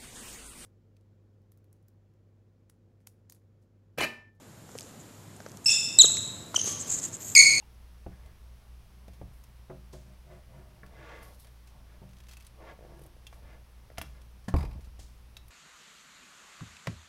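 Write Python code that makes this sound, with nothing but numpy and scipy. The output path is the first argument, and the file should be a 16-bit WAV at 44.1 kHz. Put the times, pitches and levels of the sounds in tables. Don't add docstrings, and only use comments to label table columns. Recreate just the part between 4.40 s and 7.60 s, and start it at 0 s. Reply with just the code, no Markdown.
import sys
import numpy as np
from scipy import signal
from scipy.fft import rfft, irfft, next_fast_len
from scipy.io import wavfile
from scipy.ndimage import uniform_filter1d, minimum_filter1d, map_coordinates

SR = 44100
rng = np.random.default_rng(int(sys.argv[2]) if len(sys.argv) > 2 else 0)


def linear_from_db(decibels):
    return 10 ** (np.asarray(decibels, float) / 20)


def master(y):
    cut = np.clip(np.atleast_2d(y).T, -1, 1)
    pcm = np.round(cut * 32767)
    wavfile.write(sys.argv[1], SR, pcm.astype(np.int16))


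N = 141120
T = np.arange(N) / SR

# [t/s, slip rate f/Hz, level/dB, overtone boost/dB]
LOW_SQUEAK = [(1.258, 2620, -44, 13), (1.2605, 2662, -17.5, -2.5), (1.268, 2638, -27, 13),
              (1.276, 2811, -26.5, 4.5), (1.280, 2560, -24.5, 4.5), (1.290, 2613, -15.5, -13.5),
              (1.305, 2750, -15.5, -24), (1.315, 2600, -96, -9)]
HIGH_SQUEAK = [(1.275, 3436, -49, 0.0038), (1.289, 3494, -45.5, 0.0026), (1.321, 3557, -30, 0),
               (1.345, 3608, -33.5, 0), (1.360, 3800, -66, 0.022)]
LOUD_SQUEAK = [(1.5915, 4330, -45, -20), (1.5935, 4230, -16, -22), (1.5955, 4090, -10, -15),
               (1.599, 3940, -8.5, -7), (1.606, 3800, -11, -5), (1.612, 3660, -18, 4),
               (1.618, 3530, -19.5, 9), (1.622, 3110, -27, 10), (1.627, 2750, -55, 8)]
SHORT_SQUEAK = [(2.155, 3170, -58, 0), (2.159, 3050, -37, 3), (2.161, 3150, -23, -5), (2.165, 3100, -22, 3),
                (2.168, 2860, -31, 9), (2.172, 2600, -52, 3)]
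LAST_SQUEAK = [(2.958, 2309, -50, 8), (2.961, 2298, -29, 8.5), (2.965, 2173, -17.5, 7),
               (2.975, 2211, -20.5, -3), (2.98, 2092, -25.5, 14), (2.986, 2251, -25, -7.5),
               (2.995, 2223, -23.5, 4), (3.006, 2196, -16, -10), (3.021, 2188, -27, -7)]
FAINT_SQUEAK = [(2.184, 3196, -60, 0), (2.193, 3167, -39.5, 4.5), (2.222, 3150, -59.5, 7),
                (2.234, 3130, -55.5, 3), (2.279, 3186, -43, -2), (2.33, 3160, -67, -5)]
GRIP_BEFORE_LOUD = [(1.5858, 3950, -55, 18), (1.5868, 3900, -28, 18), (1.5885, 3870, -15, 7),
                    (1.5903, 3850, -12.5, 0), (1.5918, 3830, -24, 0), (1.593, 3820, -55, 0)]
GRIP_BEFORE_LAST = [(2.9508, 2600, -45, 0), (2.9518, 2560, -15, 0), (2.955, 2430, -15.5, 0),
                    (2.9575, 2390, -18, 0), (2.960, 2330, -42, 0)]
SQUEAKS = [LOW_SQUEAK, HIGH_SQUEAK, LOUD_SQUEAK, SHORT_SQUEAK,
           LAST_SQUEAK, FAINT_SQUEAK, GRIP_BEFORE_LOUD, GRIP_BEFORE_LAST]
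# [level/dB, ..]
OVERTONES = [
    [-14, -7, -17, -27.5, -31.5],
    [-7, -3.5, -33],
    [0, -3.5, -26],
    [2.5, -5, -23, -52],
    [4, -1.5, -3.5, -11, -25, -33],
    [-7.5, 0, -26],
    [0, -2, -23.5],
    [-7, -3, -10, -31, -20],
]
# [delay t/s, level/dB]
WALL_ECHOES = [
    [(.021, -3), (.043, -1)],
    [(.02, 1), (.04, -5.5)],
    [(.0165, -17), (.033, -13), (.040, -11)],
    [(.017, -14), (.032, -12), (.049, -13)],
    [(.011, -15), (.025, -4), (.040, -14)],
    [(.017, -3.5), (.032, -16)],
    [(.0165, -18), (.033, -14), (.040, -14)],
    [(.011, -12), (.025, -5), (.040, -12)],
]
SQUEAK_HALL = [-0.5, -0.5, -13.5, -20.5, -2, -1, -6.5, -2.5]
PITCH_WANDER = [.011, .014, .003, .009, .018, .03, .003, .014]
OVERTONE_FLUTTER = [2.5, 3, .7, 1, 4, 6, .5, 1.5]
OVERTONE_BLUR = [.25, .5, 1.1, .6, .15, .5, .3, .15]
GRIT_LEVEL = [-24.5, -19.5, -40, -17, -20, 0, -19, -20.5]
# [f/Hz, level/dB per Hz]
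GRIT_COLOUR = [(1500, -43), (2800, 4), (4200, 6), (6500, 10), (9000, -23), (14000, -21)]
# [t/s, peak level/dB, pitch f/Hz, puff level/dB]
HEELS = [(0.2906, -43.5, 705, -6.5), (.353, -31.5, 493, -18.5), (.357, -36, 450, -25),
         (1.0032, -40.5, 696, -5.5), (1.0631, -31.5, 546, -11.5), (1.586, -30.5, 526, -37),
         (1.6444, -19, 444, -14), (1.70, -42.5, 600, -0.5), (2.1435, -25, 1036, -7.5),
         (2.177, -32, 620, -13.5), (2.245, -34.5, 440, -14), (2.275, -28.5, 390, -28)]
# [f/Hz, level/dB per Hz]
PUFF_COLOUR = [(150, -9), (400, -10), (1500, 0), (2500, -22), (6000, -18), (10000, -48)]
# [t/s, f/Hz, level/dB, t60/s]
LOOSE_FITTING = (2.245, 1151.5, -51, 1.66)
# [t/s, peak level/dB, lowest f/Hz,
# highest f/Hz]
SNAPS = [(0.316, -43.5, 4000, 9000), (0.38, -33, 3500, 13000), (.387, -25.5, 2440, 10400),
         (.396, -33, 4000, 13000), (0.4086, -31, 3480, 10800), (.418, -39.5, 4000, 5960),
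         (.422, -47, 4000, 6000), (0.429, -43, 6500, 8000), (.437, -44, 4500, 9000),
         (.965, -43, 6800, 9000), (.969, -49, 6800, 10000), (1.022, -47, 6000, 9000),
         (1.087, -40.5, 3500, 12000), (1.096, -45, 4000, 9000), (1.118, -38, 3500, 12000),
         (1.172, -34, 3000, 13000), (1.7705, -21, 1000, 6600), (2.2427, -27, 2910, 13000),
         (1.2695, -31, 6000, 14000), (1.585, -30, 300, 14000), (2.9503, -24, 3000, 14000),
         (2.522, -28, 6130, 8600), (2.525, -32, 6050, 8500), (2.5445, -27, 5850, 9100),
         (2.599, -30, 4300, 8070), (2.639, -26, 6000, 7800), (2.644, -35, 1500, 5500),
         (2.768, -33.5, 6540, 8800)]
# [start t/s, length t/s, level/dB, broad rasp level/dB]
DRAGS = [(0.29, 0.25, -67.5, 5), (0.59, 0.033, -61.5, -9), (1.241, 0.013, -48, -23),
         (2.145, 0.013, -41.5, -1), (2.162, 0.022, -44.5, 0), (2.246, 0.095, -45.5, 1.5),
         (2.392, 0.039, -42, -15), (2.464, 0.042, -47, -3), (2.493, 0.077, -35.5, -9.5),
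         (2.566, 0.042, -41.5, -6.5), (2.613, 0.026, -46.5, -2.5), (2.63, 0.036, -38.5, -8.5),
         (2.665, 0.028, -51.5, -1), (2.724, 0.038, -44.5, -8.5), (2.799, 0.036, -52, 0.5),
         (2.829, 0.12, -45.5, -7)]
# [f/Hz, level/dB per Hz]
WHISPER_COLOUR = [(3500, -32), (5500, -30), (6500, 0.5), (7500, 3), (8600, -6.5), (10000, -44.5)]
# [f/Hz, level/dB per Hz]
RASP_COLOUR = [(500, -22), (1500, -0.5), (4000, 0.5), (9000, 0.5), (13000, -3)]
# [start t/s, length t/s, centre f/Hz, width f/Hz]
THIN_SLIDE = (2.79, .165, 12600, 1300)
# [f/Hz, t60/s]
HALL_T60 = [(300, 0.93), (1000, 0.7), (2640, 0.97), (7000, 0.78), (12000, 0.78)]
# [t/s, level/dB]
VENTILATION = [(0.0, -52), (0.34, -51), (0.53, -50.5), (1.29, -51.5), (1.67, -44.5), (2.059, -47.5),
               (2.43, -44), (2.9, -48), (3.2, -44)]
# [f/Hz, level/dB per Hz]
RUMBLE_COLOUR = [(25, -18), (60, -11), (100, 1.5), (200, -1.5), (500, -9.5), (1500, -18), (4000, -35.5),
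                 (9000, -83)]
# [f/Hz, level/dB per Hz]
HISS_COLOUR = [(300, -24), (1500, 3), (4000, 3.5), (6200, -3.5), (7200, 3.5), (8300, -0.5), (14000, -1)]


def squeak(slip, tones_db, walls, hall_db, wander, flutter_db, blur, grit_db):
    s, hz, db, boost_db = np.transpose(slip)
    phase = 2 * np.pi * np.cumsum(np.interp(T, s, hz) * (1 + wander * wobble(300))) / SR
    boost = np.interp(T, s, boost_db)
    stack = np.zeros(N)
    for k, tone_db in enumerate(tones_db):
        level_db = tone_db + min(k, 1) * boost + flutter_db * wobble(300)
        phase_noise = blur * k * (k - 1) / 2 * wobble(900)
        stack += linear_from_db(level_db) * np.sin((k + 1) * phase + k + phase_noise)
    grit = linear_from_db(grit_db) * noise(GRIT_COLOUR) * (1 + np.cos(phase))
    direct = linear_from_db(np.interp(T, s, db, -200, -200)) * (np.sqrt(2) * stack + grit)
    return direct + wall_echoes(direct, walls) + linear_from_db(hall_db) * hall(direct)


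def wall_echoes(x, walls):
    smear_s, clean_share = .003, .6
    echoes, t = np.zeros(SR // 10), T[:SR // 50]
    for delay_s, db in walls:
        rough = rng.standard_normal(len(t)) * np.exp(-t / smear_s)
        rough[0] = clean_share * np.linalg.norm(rough)
        echoes[round(delay_s * SR):][:len(t)] += linear_from_db(db) * rough / np.linalg.norm(rough)
    return signal.fftconvolve(x, echoes)[:N]


def knocks():
    thud_t60, puff_t60, attack_s, hall_db = .012, .02, .00017, -15
    x, t, puff = np.zeros(N + SR), T[:SR // 2], noise(PUFF_COLOUR)
    for s, db, hz, puff_db in HEELS:
        i = round(s * SR)
        thud = linear_from_db(-60 * t / thud_t60) * np.sin(2 * np.pi * hz * t)
        thud += linear_from_db(puff_db - 60 * t / puff_t60) * puff[i // 2:][:len(t)]
        x[i:][:len(t)] += linear_from_db(db + 5) * thud * (1 - np.exp(-t / attack_s))
    x = filtered(x[:N], lambda f: (1j * f / (200 + 1j * f)) ** 2)
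    s, hz, db, t60 = LOOSE_FITTING
    since = np.clip(T - s, 0, None)
    ring = linear_from_db(db - 60 * since / t60 + 1.3 * wobble(36)) * np.sin(2 * np.pi * hz * since)
    ring *= 1 - np.exp(-since / .012)
    return x + linear_from_db(hall_db) * hall(x) + ring


def ticks():
    t60 = .0054
    x, t = np.zeros(N + SR), T[:SR // 50]
    for s, db, low_hz, high_hz in SNAPS:
        burst = linear_from_db(-60 * t / t60) * (rng.standard_normal(len(t)) + 3 * (t == 0))
        band = signal.butter(2, [low_hz, high_hz], "bandpass", fs=SR, output="sos")
        snap = signal.sosfilt(band, burst)
        x[round(s * SR):][:len(t)] += linear_from_db(db - .5) * snap / np.abs(snap).max()
    return x[:N]


def swell(start_s, length_s, power):
    return np.sin(np.pi * np.clip((T - start_s) / length_s, 0, 1)) ** power


def scuffs():
    hall_db, slide_db = -18.5, -52
    swells = np.array([swell(s, length, .51) for s, length, _, _ in DRAGS])
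    _, _, db, rasp_db = np.transpose(DRAGS)
    grain = unit(linear_from_db(1.5 * wobble(550) + wobble(90)))
    whisper = linear_from_db(db) @ swells * noise(WHISPER_COLOUR)
    rasp = linear_from_db(db + rasp_db) @ swells * noise(RASP_COLOUR)
    x = grain * (whisper + rasp)
    s, length, hz, width = THIN_SLIDE
    thin = unit(filtered(rng.standard_normal(N), lambda f: np.exp(-((f - hz) / width) ** 2)))
    return x + linear_from_db(hall_db) * hall(x) + linear_from_db(slide_db) * swell(s, length, .5) * thin


def hall(x):
    start_s, rise_s = .0013, .04
    hz, t, z = signal.stft(rng.standard_normal(3 * SR // 2), SR, nperseg=256)
    grow = 1 - np.exp(-np.clip(t - start_s, 0, None) / rise_s)
    decay = linear_from_db(-60 * t / along(HALL_T60, hz)[:, None])
    tail = signal.istft(z * grow * decay, SR, nperseg=256)[1]
    return signal.fftconvolve(x, tail / np.linalg.norm(tail))[:N]


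def air():
    s, db = np.transpose(VENTILATION)
    draught_db = np.interp(T, s, db)
    rumble = linear_from_db(-.5 + draught_db + .76 * wobble(7)) * noise(RUMBLE_COLOUR)
    hum = linear_from_db(-57.5 + 4 * wobble(5)) * np.sin(2 * np.pi * 101.5 * T + .8 * wobble(8))
    hiss_db = -57.5 + .99 * (draught_db - db.mean()) + .4 * wobble(2.1)
    return rumble + hum + linear_from_db(hiss_db) * noise(HISS_COLOUR)


def unit(x):
    return x / np.sqrt(np.mean(x ** 2) + 1e-20)


def along(points, hz):
    f, v = np.transpose(points)
    return np.interp(np.log(hz + 1), np.log(f + 1), v)


def wobble(rate):
    return map_coordinates(rng.standard_normal(int(N * rate / SR) + 4), [T * rate])


def filtered(x, response):
    m = next_fast_len(N + SR // 2)
    return irfft(rfft(x, m) * response(np.fft.rfftfreq(m, 1 / SR)), m)[..., :N]


def noise(colour):
    return unit(filtered(rng.standard_normal(N), lambda hz: linear_from_db(along(colour, hz))))


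def scene():
    each_squeak = zip(SQUEAKS, OVERTONES, WALL_ECHOES, SQUEAK_HALL,
                      PITCH_WANDER, OVERTONE_FLUTTER, OVERTONE_BLUR, GRIT_LEVEL)
    soles = sum(squeak(*each) for each in each_squeak)
    return (soles + knocks() + ticks() + scuffs() + air())[None]


def top_cut(x):
    return signal.sosfilt(signal.butter(12, 14660, fs=SR, output="sos"), x)


def record(dry):
    port_hz, width_hz, port_db, top_hz, ceiling = 6640, 1990, 3.5, 13950, .9

    def microphone(f):
        port = 1j * f * width_hz / (port_hz ** 2 - f * f + 1j * f * width_hz)
        return (1 + linear_from_db(port_db) * port) / np.sqrt(1 + (f / top_hz) ** 240)

    x = filtered(dry, microphone)
    need = ceiling / np.maximum(np.abs(x), ceiling)
    gain = uniform_filter1d(minimum_filter1d(need, size=301), size=151)
    return top_cut(x * gain)


dry = scene()
out = record(dry)
master(out)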